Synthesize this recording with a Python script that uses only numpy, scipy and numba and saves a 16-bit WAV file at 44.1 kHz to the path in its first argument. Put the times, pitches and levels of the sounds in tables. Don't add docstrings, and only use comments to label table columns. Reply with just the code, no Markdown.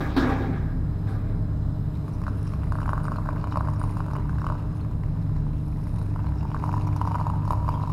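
import sys
import numpy as np
from scipy import signal
from scipy.fft import rfft, irfft
from scipy.io import wavfile
from scipy.ndimage import uniform_filter1d
from numba import njit

SR = 44100
rng = np.random.default_rng(int(sys.argv[2]) if len(sys.argv) > 2 else 0)


def wav_out(sig):
    wavfile.write(sys.argv[1], SR, np.round(np.clip(np.atleast_2d(sig).T, -1, 1) * 32767).astype(np.int16))


N = 349272
T = np.arange(N) / SR
BANDS_HZ = 25 * 2 ** np.arange(0, 9.6, .5)


def undb(db):
    return 10 ** (np.asarray(db) / 20)


def level(x, db):
    return x * undb(db) / np.sqrt(np.mean(x ** 2))


def on_log(hz, table):
    points_hz, values = np.array(table).T
    return np.interp(np.log(np.maximum(hz, 1)), np.log(points_hz), values)


def lift(hz, modes):
    return undb(sum(db / (1 + (2 * (hz - f) / w) ** 2) for f, w, db in modes))


def walk(rate):
    k = int(SR / rate)
    steps = np.repeat(rng.standard_normal(N // k + 1), k)
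    return 1.3 * uniform_filter1d(uniform_filter1d(steps, k), k)[:N]


def noise_bands(gain_at):
    hz = np.fft.rfftfreq(N, 1 / SR)
    whole = rfft(rng.standard_normal(N)) * gain_at(hz)
    whole /= np.sqrt(2 * np.sum(np.abs(whole) ** 2)) / N
    place = 2 * np.log2(np.maximum(hz, 1) / BANDS_HZ[0])
    return [irfft(whole * np.clip(1 - np.abs(place - k), 0, 1), N) for k in range(len(BANDS_HZ))]


@njit
def ring(x, hz, width):
    y, z = np.empty(len(x)), 0j
    for i in range(len(x)):
        z = z * np.exp((2j * hz[i] - width[i]) * np.pi / SR) + x[i]
        y[i] = z.imag
    return y


def still(x, hz, width):
    return ring(x, np.full(N, 1. * hz), np.full(N, 1. * width))


def add(out, s, x):
    i = max(int(s * SR), 0)
    out[i:i + len(x)] += x[:N - i]


# centre in Hz, width of each of two filters in Hz, level in dB rms.
RUMBLE_BANDS = [(34.8, 12, -39), (65.8, 4.3, -42), (149.8, 5.7, -47.5), (111.8, 9.3, -43), (125.6, 18, -51),
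                (167.8, 14.7, -42), (227.3, 3.1, -51.5), (260.6, 3.6, -52.5), (279.5, 7.1, -50)]


def rumble():
    out = 0
    for hz, width, db in RUMBLE_BANDS:
        once = still(rng.standard_normal(N), hz, width)
        out = out + level(still(once, hz, width), db)
    return out


# second at which they swell together, drift in dB
# per second, and the tones, each with pitch in Hz and level in dB rms at that second.
BEATING_MACHINES = [(3.279, -0.4, [(35.38, -34.5), (33.4, -51), (28.2, -53)]),
                    (3.62, -0.13, [(67.73, -38.5), (68.77, -42), (64.77, -41.5), (66.27, -46.5),
                    (74.44, -41)]), (5.47, 0.75, [(146.9, -33.5), (148, -47), (147.7, -46), (140.8, -56)])]


def throbs():
    out = np.zeros(N)
    for s, drift_db, tones in BEATING_MACHINES:
        t = T - s
        start = 2 * np.pi * rng.random()
        for hz, db in tones:
            out += np.sqrt(2) * undb(db + drift_db * t) * np.sin(2 * np.pi * hz * t + start)
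    return out


# central pitch in Hz, central level in dB rms.
HUM_TONES = [(100.06, -31), (111.13, -42), (116.67, -44), (166.7, -50.5), (171.21, -49.5), (173.28, -46),
             (200.13, -54.5), (224.18, -55), (300.2, -46)]


def hum():
    out = np.zeros(N)
    for hz, db in HUM_TONES:
        gain = np.sqrt(2) * undb(db + 2.26 * walk(4.5))
        out += gain * np.sin(2 * np.pi * hz * T + 0.49 * walk(2.354) + 2 * np.pi * rng.random())
    return out


# frequency in Hz, relative density in dB.
AIR_SPECTRUM = [(15, -42), (25, -21), (70, -12), (150, -7.5), (200, -13.5), (306, -24), (340, -28.5),
                (550, -31.5), (1000, -33.5), (1600, -41.5), (2300, -52), (3400, -56.5), (4500, -60),
                (5600, -64), (9000, -65), (15600, -67.5)]
# centre in Hz, width in Hz, lift in dB.
AIR_HUMPS = [(411, 99, 7), (626, 30, 10), (3740, 240, 5), (4070, 130, 10.5), (5050, 230, 11.5),
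             (8000, 200, 5), (7600, 200, 4.5), (10800, 200, 1.5), (11600, 200, 6.5), (11500, 200, 2),
             (15450, 250, -8)]
AIR_DB = -34.5


def air():
    out = np.zeros(N)
    swell = walk(0.89)
    for band in noise_bands(lambda f: undb(on_log(f, AIR_SPECTRUM)) * lift(f, AIR_HUMPS)):
        out += band * undb(AIR_DB + .5 * swell + 1.17 * walk(9))
    return out


def machinery():
    return rumble() + throbs() + hum() + air()


# frequency in Hz, time to fall 60 dB in seconds.
HALL_DECAY = [(200, 1.77), (500, 0.98), (1500, 1.17), (4000, 0.98), (12000, 0.92)]
HALL_DB = -8


def hall(dry):
    t = T[:SR]
    tail = 0
    for hz, band in zip(BANDS_HZ, noise_bands(np.ones_like)):
        tail = tail + band[:SR] * undb(-60 * t / on_log(hz, HALL_DECAY))
    tail *= 1 - np.exp(-t / 0.00037)
    return signal.fftconvolve(dry, tail * undb(HALL_DB) / np.sqrt(np.sum(tail ** 2)))[:N]


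# start in seconds, relative level in dB, brightness in dB per octave about
# 1 kHz, rise time constant in seconds.
KNOCK_TIMES = [(.005, -29, 2, 0.00014), (0.163, -20.5, 1, 0.0036), (0.289, -35, -1, 0.0014),
               (1.067, -41.5, 3, 0.0085)]
# frequency in Hz, relative density in dB.
KNOCK_SPECTRUM = [(110, -40), (180, -29), (261, 0.5), (314, -8), (438, -11.5), (527, -12.5), (791, -16),
                  (1040, -18.5), (1630, -20), (2030, -30.5), (3960, -42), (6290, -53), (15000, -59)]
# centre in Hz, width in Hz, lift in dB.
KNOCK_HUMPS = [(252, 35, 4), (165, 29, 19), (307, 21, -6.5), (364, 30, 4), (429, 47, 4), (786, 12, 13),
               (1180, 66, 7.5), (1640, 56, 7.5), (2170, 520, 6), (2960, 390, -4), (3770, 450, 6.5),
               (5100, 1800, 6)]
# pitch in Hz, width in Hz, level against the knock in dB.
STRUCK_RINGS = [(245.4, 6, 1.5), (281, 10, -18)]
THUD_GAIN, THUD_S, THUD_TOP_HZ = 0.76, 0.018, 484
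CRACK_GAIN, CRACK_S, CRACK_FROM_HZ = 0.47, 0.043, 4000


def knock_echoes():
    out = np.zeros(N)

    def colour(f):
        return undb(on_log(f, KNOCK_SPECTRUM)) * lift(f, KNOCK_HUMPS) * (f > 150)

    for hz, band in zip(BANDS_HZ, noise_bands(colour)):
        rough = undb(2.7 * walk(30.2))
        for s, db, tilt_db, rise in KNOCK_TIMES:
            t = np.maximum(T - s, 0)
            thud = THUD_GAIN * np.exp(-t / THUD_S) / (1 + (hz / THUD_TOP_HZ) ** 4)
            bright = CRACK_GAIN * np.exp(-t / CRACK_S) / (1 + (CRACK_FROM_HZ / hz) ** 4)
            first = 1 + 0.37 * np.exp(-t / 0.0055) + thud + bright
            decay = undb(db + tilt_db * np.log2(hz / 1000) - 60 * t / on_log(hz, HALL_DECAY))
            out += band * decay * first * rough * (1 - np.exp(-t / rise))
    return out


def knock_rings():
    out = np.zeros(N)
    for s, db, tilt_db, rise in KNOCK_TIMES:
        t = np.maximum(T - s, 0)
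        for hz, width, ring_db in STRUCK_RINGS:
            gain = undb(db + ring_db + tilt_db * np.log2(hz / 1000))
            shape = np.exp(-np.pi * width * t) * (1 - np.exp(-t / rise))
            out += gain * shape * np.sin(2 * np.pi * hz * t)
    return out


def knocks():
    return knock_echoes() + knock_rings()


# peak in seconds, relative level in dB, finest drops against that level in dB.
SPRAY_SPURTS = [(1.97, -62, -18), (2.13, -64, -13), (2.29, -56.5, -5), (2.48, -58, -7), (2.55, -59, -9),
                (3.17, -59, -12), (3.29, -67, -9), (3.42, -54, -17), (3.53, -52, -16), (3.6, -66, -16),
                (4.41, -55.5, -4), (4.8, -57, -14), (5.44, -66, -11), (5.59, -58, -13), (5.99, -63, -6),
                (6.88, -59, -8), (6.96, -64, -6), (7.53, -57, 5), (7.68, -56, -8), (7.73, -54, -19),
                (7.92, -55, -11)]
SPURT_RISE_S, SPURT_FALL_S = 0.026, 0.0088


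def spurting(db, spurt_db):
    for (s, *_), top_db in zip(SPRAY_SPURTS, spurt_db):
        shape = np.exp(-np.abs(T - s) / np.where(T < s, SPURT_RISE_S, SPURT_FALL_S))
        db = 20 * np.log10(np.hypot(undb(db), undb(top_db) * shape))
    return db


# time in seconds, relative patter level in dB, relative spray level in dB, finest
# drops against the spray in dB.
STREAM = [(1.9, -62, -75, -8), (2.05, -56, -70, -1), (2.32, -55, -76, 2), (2.6, -46, -73, 2),
          (2.74, -47, -64, 1), (2.87, -48, -63, -4), (3.1, -47, -65, -5), (3.26, -44, -80, -1),
          (3.63, -49, -73.5, 1), (3.83, -48, -64.5, -3), (4.1, -42, -69, -2), (4.45, -49.5, -66.5, -7),
          (4.8, -57, -68, -6), (5.29, -54, -68, -5), (6.04, -51.5, -69.5, 0), (6.49, -45.5, -61, -16),
          (6.61, -42.5, -62.5, -10), (7.05, -44, -67, -6), (7.18, -44, -63, -8), (7.48, -52, -66, -11),
          (7.92, -52, -60, -19)]
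GUSTS_PER_S, GUST_DB = 20, 4


def stream_levels():
    s, *columns = np.transpose(STREAM)
    patter_db, spray_db, finest_db = (np.interp(T, s, c) for c in columns)
    spray_db += GUST_DB * walk(GUSTS_PER_S)
    _, top_db, share_db = np.transpose(SPRAY_SPURTS)
    finest_db = spurting(spray_db + finest_db, top_db + share_db)
    spray_db = spurting(spray_db, top_db)
    return patter_db, spray_db, finest_db - spray_db


def scatter(count, level_db, spread_db, most_db):
    when, size, spare = rng.random((count, 3)).T
    s = STREAM[0][0] + (STREAM[-1][0] - STREAM[0][0]) * when
    size_db = np.minimum(-spread_db * np.log(size), most_db)
    return s, undb(np.interp(s, T, level_db) + size_db), spare


def bubble(hz, cycles, glide, count=900):
    c = np.arange(count) / SR * hz
    return (1 - np.exp(-(c / 1.45) ** 2)) * np.exp(-c / cycles) * np.sin(2 * np.pi * c * (1 + glide * c))


def slug(hz, count):
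    return np.hanning(count) * np.sin(2 * np.pi * hz * T[:count]) * 4 / count


def grit_fade():
    t = T[:160]
    return np.exp(-t / 0.0019) * (1 - np.exp(-t / 0.00046))


# start in seconds, relative level in dB, central pitch in Hz.
SMALL_BUBBLES = [(1.9532, -49, 4150), (2.1378, -51, 5700), (2.2795, -52, 4000), (2.753, -50, 8960.0),
                 (2.8033, -51, 9900), (2.8175, -57, 5400), (2.8924, -51, 5410.0), (2.903, -47, 9940.0),
                 (3.0347, -42.5, 9400), (3.052, -50, 5340), (3.0648, -44, 9000), (3.1654, -46, 4100),
                 (3.4434, -51, 3950), (3.515, -46, 3900), (3.5931, -50, 4070), (3.7599, -49, 5370),
                 (3.7954, -39, 9300), (3.8161, -52, 9900), (3.8315, -40, 9250), (3.9095, -46, 10030.0),
                 (4.1347, -47, 5360), (4.4052, -50, 5460.0), (4.811, -49, 4000), (5.984, -49, 4000),
                 (6.0141, -55, 4060), (6.267, -50, 4300), (6.3845, -48, 5440), (6.7287, -53, 5400),
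                 (6.869, -46, 5600), (6.9626, -43, 5700), (7.069, -48.0, 5770), (7.4536, -52, 5170),
                 (7.4793, -50, 4300), (7.742, -47, 3250), (7.827, -47, 3980)]
TICK_SPREAD, TICK_GAP_S = 0.03, 0.0061


def ticks(bubbles, crack):
    for (s, db, hz), detune in zip(SMALL_BUBBLES, rng.standard_normal((len(SMALL_BUBBLES), 3))):
        for k, d in enumerate(detune):
            tone = bubble(hz * (1 + TICK_SPREAD * d), cycles=11.7, glide=0.00044, count=500)
            add(bubbles, s + k * TICK_GAP_S, undb(db - 4.4 * k) * tone)
        add(crack, s, undb(db - 17) * np.ones(1))


# start in seconds, relative level in dB, centre in Hz.
THIN_DRIPS = [(2.08, -37.5, 1950), (2.2164, -37, 1830), (2.237, -36.5, 1940), (2.471, -41.5, 2730),
              (4.79, -66, 4050), (4.847, -42, 1920), (5.035, -39, 2190), (5.1628, -46, 2190),
              (5.3643, -40.5, 1880), (5.539, -51, 1800), (5.8688, -40, 2130), (6.0284, -46, 1820),
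              (6.1397, -46, 1970), (6.289, -40, 1860), (6.4084, -43, 2450)]
DRIP_PUSH_DB, DRIP_PUSH_DB_PER_OCTAVE = 7.5, 1


def drips(bubbles, push, crack):
    fading, on_air = grit_fade(), slug(1156, count=66)
    for (s, db, hz), grit in zip(THIN_DRIPS, rng.standard_normal((len(THIN_DRIPS), 160))):
        burst = grit * fading
        tone = np.convolve(burst, bubble(hz, cycles=0.61, glide=0, count=40)) / 3
        add(bubbles, s, undb(db + 17.0) * tone)
        add(push, s, undb(db + DRIP_PUSH_DB + DRIP_PUSH_DB_PER_OCTAVE * np.log2(hz / 2000)) * on_air)
        add(crack, s, undb(db - 32.5) * burst)


def patter(bubbles, push, crack, patter_db):
    on_air = slug(950, count=66)
    grains = scatter(count=900, level_db=patter_db + 1.5, spread_db=6.0, most_db=13.5)
    for s, gain, pitch in zip(*grains):
        tone = bubble(780 * 3.2 ** (pitch ** 1.5), cycles=1.75, glide=0.0095, count=500)
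        add(push, s, gain * undb(-3.0) * on_air)
        add(bubbles, s, gain * undb(-1.0) * tone)
        add(crack, s, gain * undb(-30.5) * np.ones(1))


# pitch in Hz, width in Hz, relative level in dB.
METAL_RINGS = [(2390, 270, 5.5), (2700, 310, 8.5), (3854, 200, 2), (4440, 200, 0), (5360, 380, 7),
               (6440, 330, -1), (7470, 260, -7), (9170, 340, -3.5), (10030, 89, -10.5), (11330, 370, -5.5),
               (13800, 500, -21), (15700, 300, -26)]
OVERTONE_LEVELS = [-8.5, -4.5, -8.5, -7.5, -11, -11, -14]
OVERTONE_HZ, OVERTONE_WIDTH_HZ = 972, 105
OVERTONE_WIDENING = 0.083
COARSE_TOP_HZ = 3600
PATCHY_DB, PATCHES_PER_S = 2.5, 11


def treble_rings(crack, coarse, fine, spray_db, finest_db):
    s, gain, _ = scatter(count=2500, level_db=spray_db - 10.5, spread_db=2.5, most_db=13)
    moments = (s * SR).astype(int)
    overtones = []
    for k, db in enumerate(OVERTONE_LEVELS):
        width = OVERTONE_WIDTH_HZ * (1 + OVERTONE_WIDENING * k)
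        overtones.append(((3 + 2 * k) * OVERTONE_HZ, width, db))
    treble = np.zeros(N)
    for modes, crack_db, drops_db in ((METAL_RINGS, -6, 0), (overtones, 2, -10)):
        for hz, width, db in modes:
            spray = np.bincount(moments, gain * rng.standard_normal(len(s)), N + 1)[:N]
            finest = (finest_db + 11.5) * (hz > 8000)
            spray *= undb(finest + PATCHY_DB * walk(PATCHES_PER_S))
            splash = crack + (coarse if hz < COARSE_TOP_HZ else fine)
            treble += undb(db) * still(undb(drops_db) * spray + undb(crack_db) * splash, hz, width)
    return treble


# time in seconds, width of the lowest mode in Hz, central pitch of the
# bubbles trapped by plops in Hz.
AIR_COLUMN = [(1.9, 192, 1420), (4.6, 179, 1380), (6.2, 143, 1407), (7.92, 102, 1333)]
# splash in seconds, then relative levels in dB of the push on the air column, trapped
# bubble, wall ring, coarse splash and fine splash, then central pitch of the air column in Hz.
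PLOP_EVENTS = [(2.2666, -23, -15.5, -48, -73, -68, 1080), (2.2799, -19.5, -13, -35, -74, -71, 1080),
               (2.5353, -23.5, -21.0, -35, -61.0, -68, 1055), (2.633, -28.0, -24, -47, -60, -75.0, 1040),
               (2.7215, -17.5, -15, -38, -67, -60, 1030), (2.7543, -21, -19, -36, -74, -78, 1050),
               (2.786, -20.5, -17, -42.0, -74, -68, 1040), (2.8035, -34, -21, -59, -70, -68, 1050),
               (2.8163, -25, -19.5, -43.0, -68.0, -71, 1045), (2.83, -22, -40, -46, -60, -73, 990),
               (2.859, -23, -17, -56.0, -66.0, -77, 1040), (2.8787, -18, -28.5, -46, -67, -72, 1030),
               (2.8919, -14.5, -12, -35.5, -54.5, -63, 1045), (2.9023, -24, -21.5, -56.0, -66.0, -69, 1035),
               (2.9323, -12, -11.5, -35, -67.5, -62, 1040), (2.953, -30.5, -30, -40, -76.0, -73.0, 1050),
               (2.978, -16.5, -17, -56.5, -67, -68, 1020), (3.002, -34, -23, -45, -66, -73.5, 1050),
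               (3.042, -27.5, -33, -54.0, -69.0, -65, 1025), (3.0526, -21, -16, -47, -68, -65, 1040),
               (3.0819, -18, -14, -38, -68.5, -67, 1060), (3.1185, -16, -15.5, -36, -67.0, -66.5, 1050),
               (3.144, -34, -26, -48, -72, -79, 1035), (3.1593, -24.5, -21, -42, -66, -66, 1055),
               (3.1848, -19, -22.5, -35, -78.5, -72, 1060), (3.2396, -33, -41, -48.5, -72, -81, 1050),
               (3.2594, -25.5, -23.5, -47.0, -75, -69, 1020), (3.272, -35, -21.5, -50, -81.0, -71.5, 1030),
               (3.2889, -14, -15.5, -30, -67.5, -65.5, 1010), (3.308, -33.5, -24, -56.5, -72, -78.0, 1050),
               (3.3292, -33, -29, -41, -85.5, -74, 1040), (3.3623, -28, -26.5, -45, -73.0, -78.0, 1070),
               (3.368, -27, -22.5, -45, -77.5, -80.0, 1090),
               (3.4407, -17.0, -15, -41.5, -59.5, -67.0, 1050),
               (3.472, -20.0, -20.5, -41.5, -69, -67, 1030), (3.523, -19, -17.5, -52.0, -57.5, -65, 980),
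               (3.5418, -26, -28.5, -54.5, -71, -77.5, 1035), (3.5579, -13, -30, -33, -65.5, -64, 1035),
               (3.572, -11, -18, -24, -59, -59, 1030), (3.608, -14.5, -17, -39, -74.0, -66, 1010),
               (3.6515, -28, -38, -53, -65, -74.5, 995), (3.6733, -25, -21.5, -33, -67, -71, 1015),
               (3.6857, -15, -27, -38.5, -64, -66, 1040), (3.7353, -25.5, -34, -55.0, -75, -66, 1045),
               (3.7986, -31, -36.5, -38, -71.5, -68.5, 1000), (3.8147, -20, -16, -41, -69.5, -69, 1050),
               (3.8382, -18.5, -22.5, -56.5, -57, -62, 1010), (3.969, -20, -19, -41.5, -71, -68, 1030),
               (4.004, -18, -15, -44.0, -66, -67, 1040), (4.0625, -27, -24, -37, -76.0, -67, 970),
               (4.0828, -25.5, -25.5, -38, -74.0, -77.0, 1020), (4.1025, -29, -24, -49.5, -83.5, -79, 990),
               (4.111, -31, -23, -56.0, -75.5, -77.5, 1055), (4.1338, -20.5, -22, -40, -70.5, -69, 990),
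               (4.1527, -22, -25, -41, -65, -71, 1105), (4.164, -19.5, -19.5, -34, -59, -66, 1010),
               (4.184, -26, -28.0, -51, -67, -75.5, 1030), (4.196, -28, -28, -56.0, -72.0, -76.0, 1015),
               (4.2945, -25.5, -20, -56, -69, -78, 1015), (4.384, -30, -22, -57.5, -69, -72.5, 1005),
               (4.417, -22.0, -17.5, -42.5, -68.0, -68.0, 1070), (4.443, -18, -18, -46.5, -66, -69, 1045),
               (4.4662, -14.5, -15, -42, -56.5, -63, 1080), (4.4877, -23.5, -19.5, -48, -68.0, -75, 1050),
               (4.5, -16.5, -15.5, -35, -71, -68.0, 1015), (4.522, -17.5, -19, -39.0, -75, -68.0, 1050),
               (4.552, -25, -22.5, -50.0, -82.5, -79, 1030), (4.9117, -36, -37, -58.0, -84, -72, 1005),
               (5.294, -34, -32, -60.5, -76.5, -84, 1000), (5.467, -31, -37.5, -52.5, -77.5, -84.5, 990),
               (5.853, -38, -37, -46.5, -73.5, -86.0, 965), (5.984, -31, -41, -56.5, -78, -74, 970),
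               (6.0147, -30.5, -27.5, -54, -74, -68, 960), (6.16, -23, -19, -43, -63, -74, 970),
               (6.192, -27.5, -27, -54.0, -72.0, -75, 940), (6.201, -33, -35.5, -49.5, -68.0, -78, 950),
               (6.2432, -30.5, -30, -43, -65, -79, 950), (6.2677, -27.0, -29, -59.5, -61.5, -76, 940),
               (6.429, -28.0, -28.0, -50.0, -72.5, -69, 960),
               (6.4523, -23, -36.0, -46.5, -76.0, -73.0, 940),
               (6.5026, -28.5, -40.5, -58.5, -79, -72.5, 945), (6.516, -26, -33, -49.5, -59, -77.0, 985),
               (6.5454, -17.5, -21.5, -53, -73.5, -66, 1060), (6.565, -26.0, -21.5, -44, -73.5, -73.5, 970),
               (6.625, -25, -39.5, -59.0, -67, -78, 940), (6.6391, -15, -22, -50, -63, -66, 980),
               (6.6916, -17.5, -19, -51, -66.5, -67.0, 970), (6.727, -24, -20.5, -58.5, -72, -63, 1040),
               (6.74, -17, -20, -55, -64, -67.0, 940), (6.7662, -22.0, -27, -59.5, -70.5, -74, 990),
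               (6.7775, -21.5, -30, -59.0, -72.5, -78, 1000), (6.7988, -27.5, -32, -60.0, -77.0, -79, 940),
               (6.872, -22.5, -29, -48, -84.0, -63, 990), (6.8883, -23.5, -27, -59.0, -69.5, -75.0, 975),
               (6.9627, -22, -26, -44.0, -78.5, -61, 960), (6.995, -32.5, -34, -58.0, -84.5, -80.0, 975),
               (7.0143, -12.5, -28, -43, -60, -61, 980), (7.052, -18, -31.0, -46, -72, -63, 940),
               (7.0742, -14, -22, -48, -67.5, -60.5, 965), (7.085, -24, -35.5, -49.0, -75.0, -71, 995),
               (7.1112, -25, -33.5, -44.0, -68, -76.5, 985), (7.1166, -18, -33.5, -45.0, -59, -66, 940),
               (7.1447, -18, -19.5, -42.5, -59, -70.0, 980), (7.153, -15, -20.5, -33, -66, -63, 1010),
               (7.157, -16.5, -15.0, -47, -64, -68, 960), (7.186, -30, -28, -45.5, -79.5, -78.0, 1005),
               (7.1997, -18.5, -29.5, -41.0, -66, -67.0, 980), (7.2125, -16, -31, -37, -66, -68.5, 955),
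               (7.2674, -13, -19, -41, -68, -61, 960), (7.278, -23, -34, -55.5, -71, -71.5, 950),
               (7.2996, -16.5, -20, -48.5, -61, -62, 1020), (7.3373, -22.5, -39.0, -49, -84, -74.0, 930),
               (7.357, -34, -27, -56.5, -65, -75.5, 1005), (7.4518, -25, -34, -56.0, -61, -68.0, 975),
               (7.4773, -19.5, -27, -43.5, -69, -63, 970), (7.5065, -10, -18, -34.0, -57, -58.5, 1005),
               (7.523, -19.5, -31.5, -43, -64, -60, 980), (7.5327, -16.0, -29.0, -36, -65, -64, 970),
               (7.601, -33, -27.5, -41, -74.5, -83.5, 975), (7.627, -28.5, -40.5, -54.0, -82, -82.0, 990),
               (7.6459, -27.5, -37.5, -48.0, -84.0, -81.0, 1000), (7.68, -17, -23, -44, -71, -67.0, 1060),
               (7.6894, -10.5, -11, -43, -55, -58.5, 1010), (7.7152, -30, -38.5, -57.5, -73.0, -72.0, 995),
               (7.74, -22, -40.5, -57, -67.5, -70.0, 980), (7.7568, -23, -28, -45, -74.5, -74.0, 980),
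               (7.7747, -25.5, -29, -59.0, -79.0, -78, 1010), (7.7992, -24.5, -30.5, -44, -81, -71, 1030),
               (7.817, -26, -32.5, -58.5, -71.0, -70, 1005), (7.8363, -20.0, -25, -46, -75.0, -69, 1020),
               (7.8742, -22, -28.5, -59.0, -75.0, -70, 970), (7.8988, -21, -30, -59.5, -69, -64, 1005)]
COLUMN_WOBBLE = 0.019
WALL_HZ, WALL_WIDTH_HZ = 613, 44


def plops(bubbles, push, coarse, fine, wall):
    s, _, bubble_hz = np.transpose(AIR_COLUMN)
    on_air, on_wall, fading = slug(1156, count=66), slug(WALL_HZ, count=110), grit_fade()
    draws = rng.standard_normal((len(PLOP_EVENTS), 161))
    for (at, db, bubble_db, wall_db, coarse_db, fine_db, _), draw in zip(PLOP_EVENTS, draws):
        hz = np.interp(at, s, bubble_hz) * (1 + .04 * draw[0])
        burst = draw[1:] * fading
        add(push, at - .0006, undb(db) * on_air)
        add(bubbles, at - .0006, undb(bubble_db) * bubble(hz, cycles=1.78, glide=0.0029))
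        add(coarse, at, undb(coarse_db) * burst)
        add(fine, at, undb(fine_db) * burst)
        add(wall, at, undb(wall_db) * on_wall)


def air_column(push):
    s, widths, _ = np.transpose(AIR_COLUMN)
    plop_s, *_, pitch_hz = np.transpose(PLOP_EVENTS)
    latest = np.maximum(np.searchsorted(plop_s - .002, T) - 1, 0)
    hz = pitch_hz[latest] * (1 + COLUMN_WOBBLE * walk(45))
    return ring(push, hz, np.interp(T, s, widths))


def pour():
    patter_db, spray_db, finest_db = stream_levels()
    bubbles, push, crack, coarse, fine, wall = np.zeros((6, N))
    ticks(bubbles, crack)
    drips(bubbles, push, crack)
    patter(bubbles, push, crack, patter_db)
    plops(bubbles, push, coarse, fine, wall)
    treble = treble_rings(crack, coarse, fine, spray_db, finest_db)
    return bubbles + air_column(push) + treble + still(wall, WALL_HZ, WALL_WIDTH_HZ)


def scene():
    water = pour()
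    return (machinery() + knocks() + hall(water) + water)[None]


TOP_HZ = 15750


def record(dry):
    rounded = dry / (1 + (np.abs(dry) / .33) ** 6) ** (1 / 6)
    return signal.sosfilt(signal.ellip(10, .2, 80, TOP_HZ, fs=SR, output="sos"), rounded)


dry = scene()
out = record(dry)
wav_out(out)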